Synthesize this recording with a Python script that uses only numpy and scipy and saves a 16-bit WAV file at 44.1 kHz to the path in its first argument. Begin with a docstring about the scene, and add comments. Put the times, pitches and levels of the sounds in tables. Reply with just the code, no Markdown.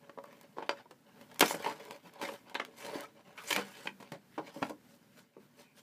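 """Toy box opened by hand

Hands open a cardboard toy box and work a clear plastic tray out of it, heard close up in a small, soft room.
Card knocks, tray snaps and dry ticks are short noise runs that ring the box; rubs, scrapes and hisses are
stick-slip noise through the same box. Thin gliding squeaks and faint whistles are noise through a narrow
moving resonance. Low panel hums and a room rumble complete it."""
import sys
import numpy as np
from scipy import signal
from scipy.fft import rfft
from scipy.io import wavfile
from scipy.ndimage import uniform_filter1d

SR = 44100
rng = np.random.default_rng(int(sys.argv[2]) if len(sys.argv) > 2 else 0)


def wav_out(sig):
    """Save sig, one row per channel (or a flat mono array), as 16-bit PCM at SR to the path in sys.argv[1]."""
    wavfile.write(sys.argv[1], SR, np.round(np.clip(np.atleast_2d(sig).T, -1, 1) * 32767).astype(np.int16))


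N = 256640
SIZE = 4096  # filter design length in samples
HZ = np.fft.rfftfreq(SIZE, 1 / SR)


def amp(db):
    """Decibels to gain."""
    return 10 ** (np.asarray(db) / 20)


def evened(x):
    """Scales to rms 1."""
    return x / np.sqrt(np.mean(x ** 2) + 1e-20)


def read(points, hz):
    """Reads (Hz, value) points on a log-frequency axis."""
    f, value = np.transpose(points)
    return np.interp(np.log(hz + 1), np.log(f + 1), value)


def add(mix, s, sound):
    """Mixes a sound in at time s in seconds."""
    part = mix[max(0, round(s * SR)):][:len(sound)]
    part += sound[:len(part)]


def colour(x, db):
    """Minimum-phase filter with the given gain at each of HZ."""
    log_gain = np.log(amp(np.r_[db, db[-2:0:-1]]))
    taps = np.fft.ifft(np.exp(np.conj(signal.hilbert(log_gain)))).real
    return signal.fftconvolve(x, taps[:SIZE // 2])[:len(x)]


def wander(per_s):
    """Random curve of rms 1: straight lines between per_s random points a second."""
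    points = rng.standard_normal(N)
    return evened(np.interp(np.arange(N) * per_s / SR, np.arange(N), points))


def resonate(x, hz, width_hz):
    """Resonance of gain 1 whose pitch may glide: shift to 0 Hz, one-pole low-pass, shift back."""
    turn = np.exp(2j * np.pi * np.cumsum(hz * np.ones(len(x))) / SR)
    r = np.exp(-np.pi * width_hz / SR)
    return 2 * (turn * signal.lfilter([1 - r], [1, -r], x / turn)).real


def patchy(x, depth_db, width_size, time_size):
    """The contact point moves, so short-lived peaks come and go in the spectrum."""
    z = signal.stft(x, nperseg=512)[2]
    patches = uniform_filter1d(rng.standard_normal(z.shape), width_size, 0)
    patches = evened(uniform_filter1d(patches, time_size, 1))
    return signal.istft(z * amp(depth_db * patches), nperseg=512)[1][:len(x)]


def box(x, stretch=1):
    """The push itself plus the box modes it rings, all pitches scaled by stretch."""
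    # Modes of the box with the tray in it. Each row: pitch in Hz, gain in dB, t60 in seconds.
    modes = [(302, 2, 0.046), (418.3, -4, 0.021), (563, 6, 0.11), (869, 1, 0.033), (967, 3, 0.047),
             (1066, -4, 0.062), (1374, -3.5, 0.13), (1543, -7.5, 0.052), (1890, -15, 0.2),
             (2360, -4.5, 0.16), (3086, -2.5, 0.0099), (4330, -12, 0.055)]
    out = x.copy()
    for hz, db, t60_s in modes:
        r = np.exp(-np.log(1000) / (t60_s * SR))
        pole = r * np.exp(2j * np.pi * hz * stretch / SR)
        out += amp(db) * 2 * signal.lfilter([1 - r], [1, -pole], x).real
    return out


def room(x, wet_db, echo_db, echo_s=0.019, taps_per_s=1500):
    """Direct sound, one wall echo and a short tail of sparse taps whose decay depends on frequency."""
    # Decay of the room. Each row: frequency in Hz, t60 in seconds.
    room_t60 = [(150, 0.39), (400, 0.15), (1000, 0.15), (2800, 0.1), (8000, 0.17), (15000, 0.039)]
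    taps = rng.choice([-1., 1.], 4 * SIZE) * (rng.random(4 * SIZE) < taps_per_s / SR)
    hz, t, z = signal.stft(taps, SR, nperseg=256)
    decay = amp(-60 * t / read(room_t60, hz)[:, None])
    tail = signal.istft(z * decay, SR, nperseg=256)[1]
    tail *= 1 - np.exp(-np.arange(len(tail)) / SR / 0.0029)  # tail builds up over 2.9 ms
    tail *= amp(wet_db) / np.linalg.norm(tail)
    tail[0] += 1
    tail[round(echo_s * SR)] += amp(echo_db)
    return signal.fftconvolve(x, tail)[:len(x)]


def crumple(decay_s, rise_share=0.31):
    """One buckle of a sheet: a quick, dying run of tiny slips, with an even spectrum."""
    t = np.arange(3 * SIZE) / SR
    envelope = (1 - np.exp(-t / (rise_share * decay_s))) * np.exp(-t / decay_s)
    slips = rng.standard_normal(len(t)) * envelope
    power = uniform_filter1d(abs(rfft(slips[:SIZE])) ** 2, size=81)
    return colour(slips, -10 * np.log10(power + 1e-9))


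def floor(drone_hz=238, drone_db=-73):
    """Room rumble and hiss that waver a little, with a faint drone."""
    # Spectrum of the room noise. Each row: frequency in Hz, relative level in dB.
    floor_spectrum = [(18, -60), (30, -34.5), (59, -22.5), (140, -1), (237, 2), (324, -7.5), (606, -14),
                      (747, -15), (897, -16.5), (1260, -19), (1550, -15.5), (2070, -21.5), (9940, -29.5),
                      (14300, -26.5), (15500, -29)]
    noise = evened(colour(rng.standard_normal(N), read(floor_spectrum, HZ)))
    air = noise * amp(2.7 * wander(per_s=14))
    drone = wander(per_s=20) * np.sin(2 * np.pi * drone_hz * np.arange(N) / SR)
    return amp(-66.0) * air + amp(drone_db) * drone


def stroke(start_s, length_s, rise_db_per_s=429.5, fall_db_per_s=327.5):
    """Power of one stroke over time: swell up to the start, hold, die away."""
    t = np.arange(N) / SR
    before_s = np.clip(start_s - t, 0, 1)
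    after_s = np.clip(t - start_s - length_s, 0, 1)
    return amp(-rise_db_per_s * before_s - fall_db_per_s * after_s) ** 2


def effort():
    """Gain curves of rub, scrape and hiss: pulls, grips and steady holding add in power."""
    # The tray drags along the card; levels are ahead of the trims in sliding().
    # Each row: start in seconds, length in seconds, scrape in dB, rub and hiss in dB against the scrape.
    pulls = [(1.455, 0.068, -43, -10.5, 3.5), (1.57, 0.12, -50, 1.5, -8.5),
             (1.651, 0.055, -46.5, 7.5, -8.5), (1.74, 0.22, -56.5, 7, -8.5), (2.232, 0.023, -42, 4, -12),
             (2.28, 0.071, -54, 5, -4), (2.785, 0.081, -55.5, 2, 0.5), (2.845, 0.19, -51, 6, -8.5),
             (3.39, 0.081, -56.5, 1, -3), (3.487, 0.046, -40.5, -11, -4), (3.56, 0.041, -41.5, 1.5, -14),
             (3.61, 0.264, -54.5, -2.5, -6.5), (4.05, .05, -63, -3, -17.5), (4.335, 0.025, -63.5, -9, -13),
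             (4.475, 0.012, -53, 5.5, -9.5), (4.549, .13, -60, 6.5, -2), (4.895, 0.055, -67.5, 2, 1),
             (5.179, 0.014, -60, 0, -3.5), (5.595, 0.019, -58.5, 0, -5.5), (5.785, 0.0067, -60, 0.5, -0.5)]
    # Fingers shift their grip on the card, levels likewise.
    # Each row: start in seconds, length in seconds, rub in dB.
    grips = [(0.032, .05, -59.5), (0.267, 0.19, -60), (0.578, 0.089, -53), (0.779, 0.029, -53.5),
             (1.063, 0.038, -61.5), (1.173, 0.055, -57.5), (1.31, 0.12, -55.5), (2.061, 0.01, -51.5),
             (2.142, 0.028, -54), (2.476, .04, -54.5), (2.684, 0.097, -59.5), (3.18, .015, -55.5),
             (3.275, 0.074, -56.5), (4.135, 0.022, -51), (4.43, 0.031, -59), (4.64, 0.027, -46.5)]
    # Hands that only hold the box, levels likewise: rub, scrape and hiss in dB.
    holding_db = (-73.5, -77, -81.5)
    grip_scrape_db, grip_hiss_db = -8.5, -25  # skin on card is dull: against the rub
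    strokes = [(s, length_s, [db + rub_db, db, db + hiss_db]) for s, length_s, db, rub_db, hiss_db in pulls]
    strokes += [(s, length_s, [db, db + grip_scrape_db, db + grip_hiss_db]) for s, length_s, db in grips]
    peak_power = amp([db for _, _, db in strokes]).T ** 2
    power = peak_power @ np.array([stroke(s, length_s) for s, length_s, _ in strokes])
    return np.sqrt(power + amp(holding_db)[:, None] ** 2)


def friction(spectrum, grip_db, slips_per_s, spread_db, smooth_db):
    """Tiny stick-slip clicks of uneven size over a smooth rasp, ringing box and room, at rms 1."""
    size = amp(spread_db * np.minimum(rng.exponential(1, N), 3)) * rng.choice([-1, 1], N)
    clicks = evened(size * (rng.random(N) < slips_per_s / SR))
    drive = (clicks + amp(smooth_db) * rng.standard_normal(N)) * amp(grip_db)
    drive = patchy(drive, depth_db=3.5, width_size=4, time_size=6)
    rung = box(colour(drive, read(spectrum, HZ)))
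    return evened(room(rung, wet_db=-7.0, echo_db=-26.0))


def crackles(ticks_per_s=30, spread_db=2):
    """Small buckles of uneven size at random moments, ringing box and room, at rms 1."""
    # Spectrum of a crackle. Each row: frequency in Hz, relative level in dB.
    crackle_spectrum = [(100, -23), (400, -4), (1000, 2.5), (3000, -5), (6000, -6), (15000, -21)]
    size = amp(spread_db * np.minimum(rng.exponential(1, N), 2))
    size = size * (rng.random(N) < ticks_per_s / SR)
    pushes = signal.fftconvolve(size, crumple(decay_s=.0018))[:N]
    rung = box(colour(pushes, read(crackle_spectrum, HZ)))
    return evened(room(rung, wet_db=-7, echo_db=-18))


def sliding(catch_db=2.5):
    """The surfaces catch and let go, so rub, scrape and hiss flutter together; harder strokes crackle more."""
    # Spectra of the three kinds of friction. Each row: frequency in Hz, relative level in dB.
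    rub_spectrum = [(30, -49.5), (80, -34), (150, 2), (300, -0.5), (500, 6.5), (1000, 1), (1400, -7.5),
                    (2200, -7), (5000, -39.5)]
    scrape_spectrum = [(300, -22.5), (900, -10), (1500, 1), (2200, 2), (3200, -4), (4800, -6.5),
                       (7000, -19.5), (15000, -37)]
    hiss_spectrum = [(1000, -42.5), (3500, -6), (5200, 0), (8000, -1), (11000, -2.5), (15500, -5.5)]
    rub, scrape, hiss = effort()
    grip_db = catch_db * wander(per_s=150)
    rubbing = rub * friction(rub_spectrum, grip_db, slips_per_s=900, spread_db=7.5, smooth_db=1.5)
    scraping = scrape * friction(scrape_spectrum, grip_db, slips_per_s=600, spread_db=2.5, smooth_db=-2)
    hissing = hiss * friction(hiss_spectrum, 0.49 * grip_db, slips_per_s=470, spread_db=7.0, smooth_db=1)
    crackling = scrape * crackles()
    return amp(-3.0) * rubbing + amp(-2.0) * scraping + amp(-2) * hissing + amp(-11) * crackling


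def knocks(events, material, spot_db, ripple_db, dulling, wet_db, echo_db, grip=0.0065, spot_width=0.065):
    """Short noise runs take a material's colour and the ring of one spot, then ring box and room."""
    # Frequencies in Hz at which the colour of a knock is set.
    band_hz = [210, 520, 1100, 2500, 6000, 14000]
    # Colour shared by all knocks. Each row: frequency in Hz, gain in dB.
    knock_shape = [(30, -32.5), (70, -26.5), (130, -3), (200, 0.5), (1400, 1), (2000, 1.5), (3200, 0),
                   (4400, 4), (5200, 4), (6300, 4.5), (8000, 1), (12500, -2.5), (15500, -5.5)]
    out = np.zeros(N)
    attack = SIZE // 8  # the level is the rms of the first 12 ms
    body_db, crack_db, fizz_db = material  # against 1.1 kHz, ahead of the shared colour
    for s, db, hz, weight_db, bright_db, decay_s in events:
        # a heavy blow also fills the body; a sharp one also lifts the fizz
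        body = body_db + 0.51 * weight_db
        top = fizz_db + 0.45 * bright_db
        # a dull spot loses the top octave faster than a bright one
        bands = [weight_db, body, 0, crack_db + bright_db, top, top + dulling * (top + 16)]
        spot = read(list(zip(band_hz, bands)), HZ)
        # each spot favours its own few high modes of the sheet
        ripple = evened(uniform_filter1d(rng.standard_normal(len(HZ)), size=45))
        ripple = ripple_db * ripple * HZ / (HZ + 1500)
        push = colour(crumple(decay_s), spot + ripple + read(knock_shape, HZ))
        push = push + amp(spot_db) * resonate(push, hz, spot_width * hz)
        # each knock shifts the box pitches a little at random
        ring = room(box(push, 1 + grip * rng.standard_normal()), wet_db, echo_db)
        add(out, s, amp(db) * ring / np.sqrt(np.mean(ring[:attack] ** 2)))
    return out


def card_knocks():
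    """The card buckles or is knocked: strong body, little fizz."""
    # Each row: start in seconds, level in dB, ring of the spot in Hz, weight in dB, brightness in dB,
    # crumple time in seconds.
    card_events = [(0.0946, -49.5, 910, -6, 2.5, 0.0023), (0.174, -45, 551, 1, -16, .005),
                   (0.1855, -43.5, 557, -10, -6, 0.0023), (0.239, -49, 1120, -9, -6, 0.0048),
                   (0.3272, -57, 960, -7, 7, 0.0034), (0.568, -46.5, 420, 6, -8, 0.0034),
                   (0.584, -37.5, 480, -4.5, -9, 0.0011), (0.623, -40.5, 920, -1.5, 7.5, 0.006),
                   (0.6926, -28, 4700, -15.5, 5.5, 0.0021), (0.856, -56.5, 930, -2, -6, .005),
                   (1.4223, -21, 169, -1.5, 6.5, 0.0055), (1.509, -33, 1030, -17, -7, 0.0015),
                   (1.541, -36.5, 480, 4, 7, 0.0076), (1.5992, -44.5, 475, 3, -7, .005),
                   (1.6607, -30.5, 950, -17, 3.5, .004), (1.7085, -42, 700, -27, 2, 0.01),
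                   (2.287, -39, 930, -10, 6, 0.0058), (2.551, -33, 4000, -11.5, 12, 0.0044),
                   (2.597, -33, 2020, -13, 6, 0.0052), (2.9531, -38, 530, 14, 2, 0.0042),
                   (3.3761, -46.5, 5600, -30, 14, 0.01), (3.5727, -36, 484, 1, 9, 0.012),
                   (3.8715, -34.5, 2460, -5, 18.5, 0.0026), (4.378, -35, 840, -1.5, -2.5, 0.0085),
                   (4.391, -40.5, 840, 6.5, -5, 0.0048), (4.559, -45, 540, 23, -12, 0.0082),
                   (4.6204, -37, 1490, 18, -3, 0.0013), (4.6256, -29.5, 1360, 1.5, 7.5, 0.0038),
                   (4.704, -42.5, 303, 9.5, -21, 0.0068), (5.3657, -51, 392, 12, -9, 0.0055)]
    return knocks(card_events, (5.7, -10.5, -29.5), spot_db=4.5, ripple_db=2.5, dulling=1.0,
                  wet_db=-9, echo_db=-19.5)


def dry_ticks():
    """Short, dry ticks, even and bright; some stand alone, some add the bright edge of a knock or snap."""
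    # Each row: start in seconds, level in dB.
    tick_events = [(0.239, -63.5), (0.256, -69), (.3272, -70), (0.412, -59), (.431, -67), (1.344, -59),
                   (1.3948, -34), (1.407, -26), (1.852, -59), (2.137, -63), (3.007, -50), (3.037, -64),
                   (4.1174, -74), (4.6955, -57)]
    # Tick colour against 1.1 kHz: body, crack and fizz in dB.
    tick_colour = (-2.4, 0, -2.4)
    spot_hz, weight_db, bright_db, decay_s = 3600, -3, 0, .0011
    ticks = [(s, db, spot_hz, weight_db, bright_db, decay_s) for s, db in tick_events]
    return knocks(ticks, tick_colour, spot_db=0.5, ripple_db=-0.5, dulling=0.62,
                  wet_db=-13.5, echo_db=-26.5)


def tray_snaps():
    """The plastic tray snaps: less body, more crack and fizz than card."""
    # Each row: start in seconds, level in dB, ring of the spot in Hz, weight in dB, brightness in dB,
    # crumple time in seconds.
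    tray_events = [(0.909, -52, 510, 0, -7, 0.0037), (1.211, -56, 1780, -3, -1, .003),
                   (1.3134, -56, 1680, -11, -5, .004), (1.3587, -56.5, 1790, -14, -3, .003),
                   (1.408, -19.5, 3180, -2.5, 2.5, 0.0038), (1.479, -47, 700, -4, 15, 0.002),
                   (1.9091, -43.5, 980, 0, 1, 0.0014), (2.2142, -39, 890, -2, -5, 0.0027),
                   (2.2242, -38.5, 853, 5, -3.5, 0.0067), (2.4963, -56, 3940, -10, 0, 0.0024),
                   (2.5445, -45, 575, 0, 2, .0015), (2.6498, -48.5, 3620, -5, 3, 0.00093),
                   (2.847, -47, 3220, 8, -1, 0.0041), (3.5047, -29.5, 3200, -4, 5.5, 0.007),
                   (3.527, -29.5, 2330, -2, 11, 0.0034), (3.562, -29.5, 2130, -5, 4, 0.0024),
                   (3.856, -44.5, 2360, 10, -10, 0.0034), (4.0002, -50.5, 522, 9, -3, 0.0091),
                   (4.0248, -50.5, 1050, 4, -4, 0.0046), (4.1189, -41.5, 1890, 11.5, -3, 0.0033),
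                   (4.6948, -43, 525, 8.5, -6, 0.0055)]
    return knocks(tray_events, (2, 0, -13.5), spot_db=5.0, ripple_db=1.0, dulling=0.92,
                  wet_db=-8.5, echo_db=-19)


def squeaks_and_whistles():
    """Thin gliding squeaks and faint whistles: noise through one narrow moving resonance."""
    # Each row: start in seconds, end in seconds, start pitch in Hz, end pitch in Hz, width in Hz, level in dB.
    glides = [(2.846, 2.937, 920, 880, 90, -54), (2.97, 3.037, 2040, 1900, 160, -58),
              (3.025, 3.057, 1250, 1290, 50, -54), (3.362, 3.448, 1300, 1110, 130, -57.5),
              (3.464, 3.508, 5300, 9600, 1200, -50), (4.458, 4.49, 2050, 2350, 307, -60),
              (4.482, 4.7, 4970, 5300, 700, -73), (5.619, 5.76, 2520, 2300, 200, -75)]
    out = np.zeros(N)
    for start_s, end_s, from_hz, to_hz, width_hz, db in glides:
        hz = np.linspace(from_hz, to_hz, max(round((end_s - start_s) * SR), SIZE // 16))
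        tone = resonate(rng.standard_normal(len(hz)), hz, width_hz)
        tone = resonate(tone, hz, 2 * width_hz)
        add(out, start_s, amp(db) * evened(tone * signal.windows.tukey(len(hz), .8)))
    return room(out, wet_db=-9.5, echo_db=-29)


def hums():
    """A freed card panel swings on at one low pitch: a decaying sine with a soft onset."""
    # Each row: start in seconds, pitch in Hz, level in dB, t60 in seconds.
    hum_events = [(3.562, 198, -37.5, 0.35), (3.869, 196, -57.5, 1.5), (4.631, 238, -68, 1.7)]
    out = np.zeros(N)
    t = np.arange(SR) / SR
    for s, hz, db, t60_s in hum_events:
        swing = np.exp(-np.log(1000) * t / t60_s) * (1 - np.exp(-t / 0.012))
        add(out, s, amp(db) * swing * np.sin(2 * np.pi * hz * t))
    return out


def scene():
    """All sources at one microphone."""
    handling = sliding() + card_knocks() + dry_ticks() + tray_snaps()
    return (floor() + handling + squeaks_and_whistles() + hums())[None]


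def record(dry, edge_hz=15450):
    """The recorder's band limit: a steep linear-phase low-pass."""
    taps = signal.firwin(511, edge_hz, window=("kaiser", 9), fs=SR)
    return signal.oaconvolve(dry, taps[None], "same")


dry = scene()
out = record(dry)
wav_out(out)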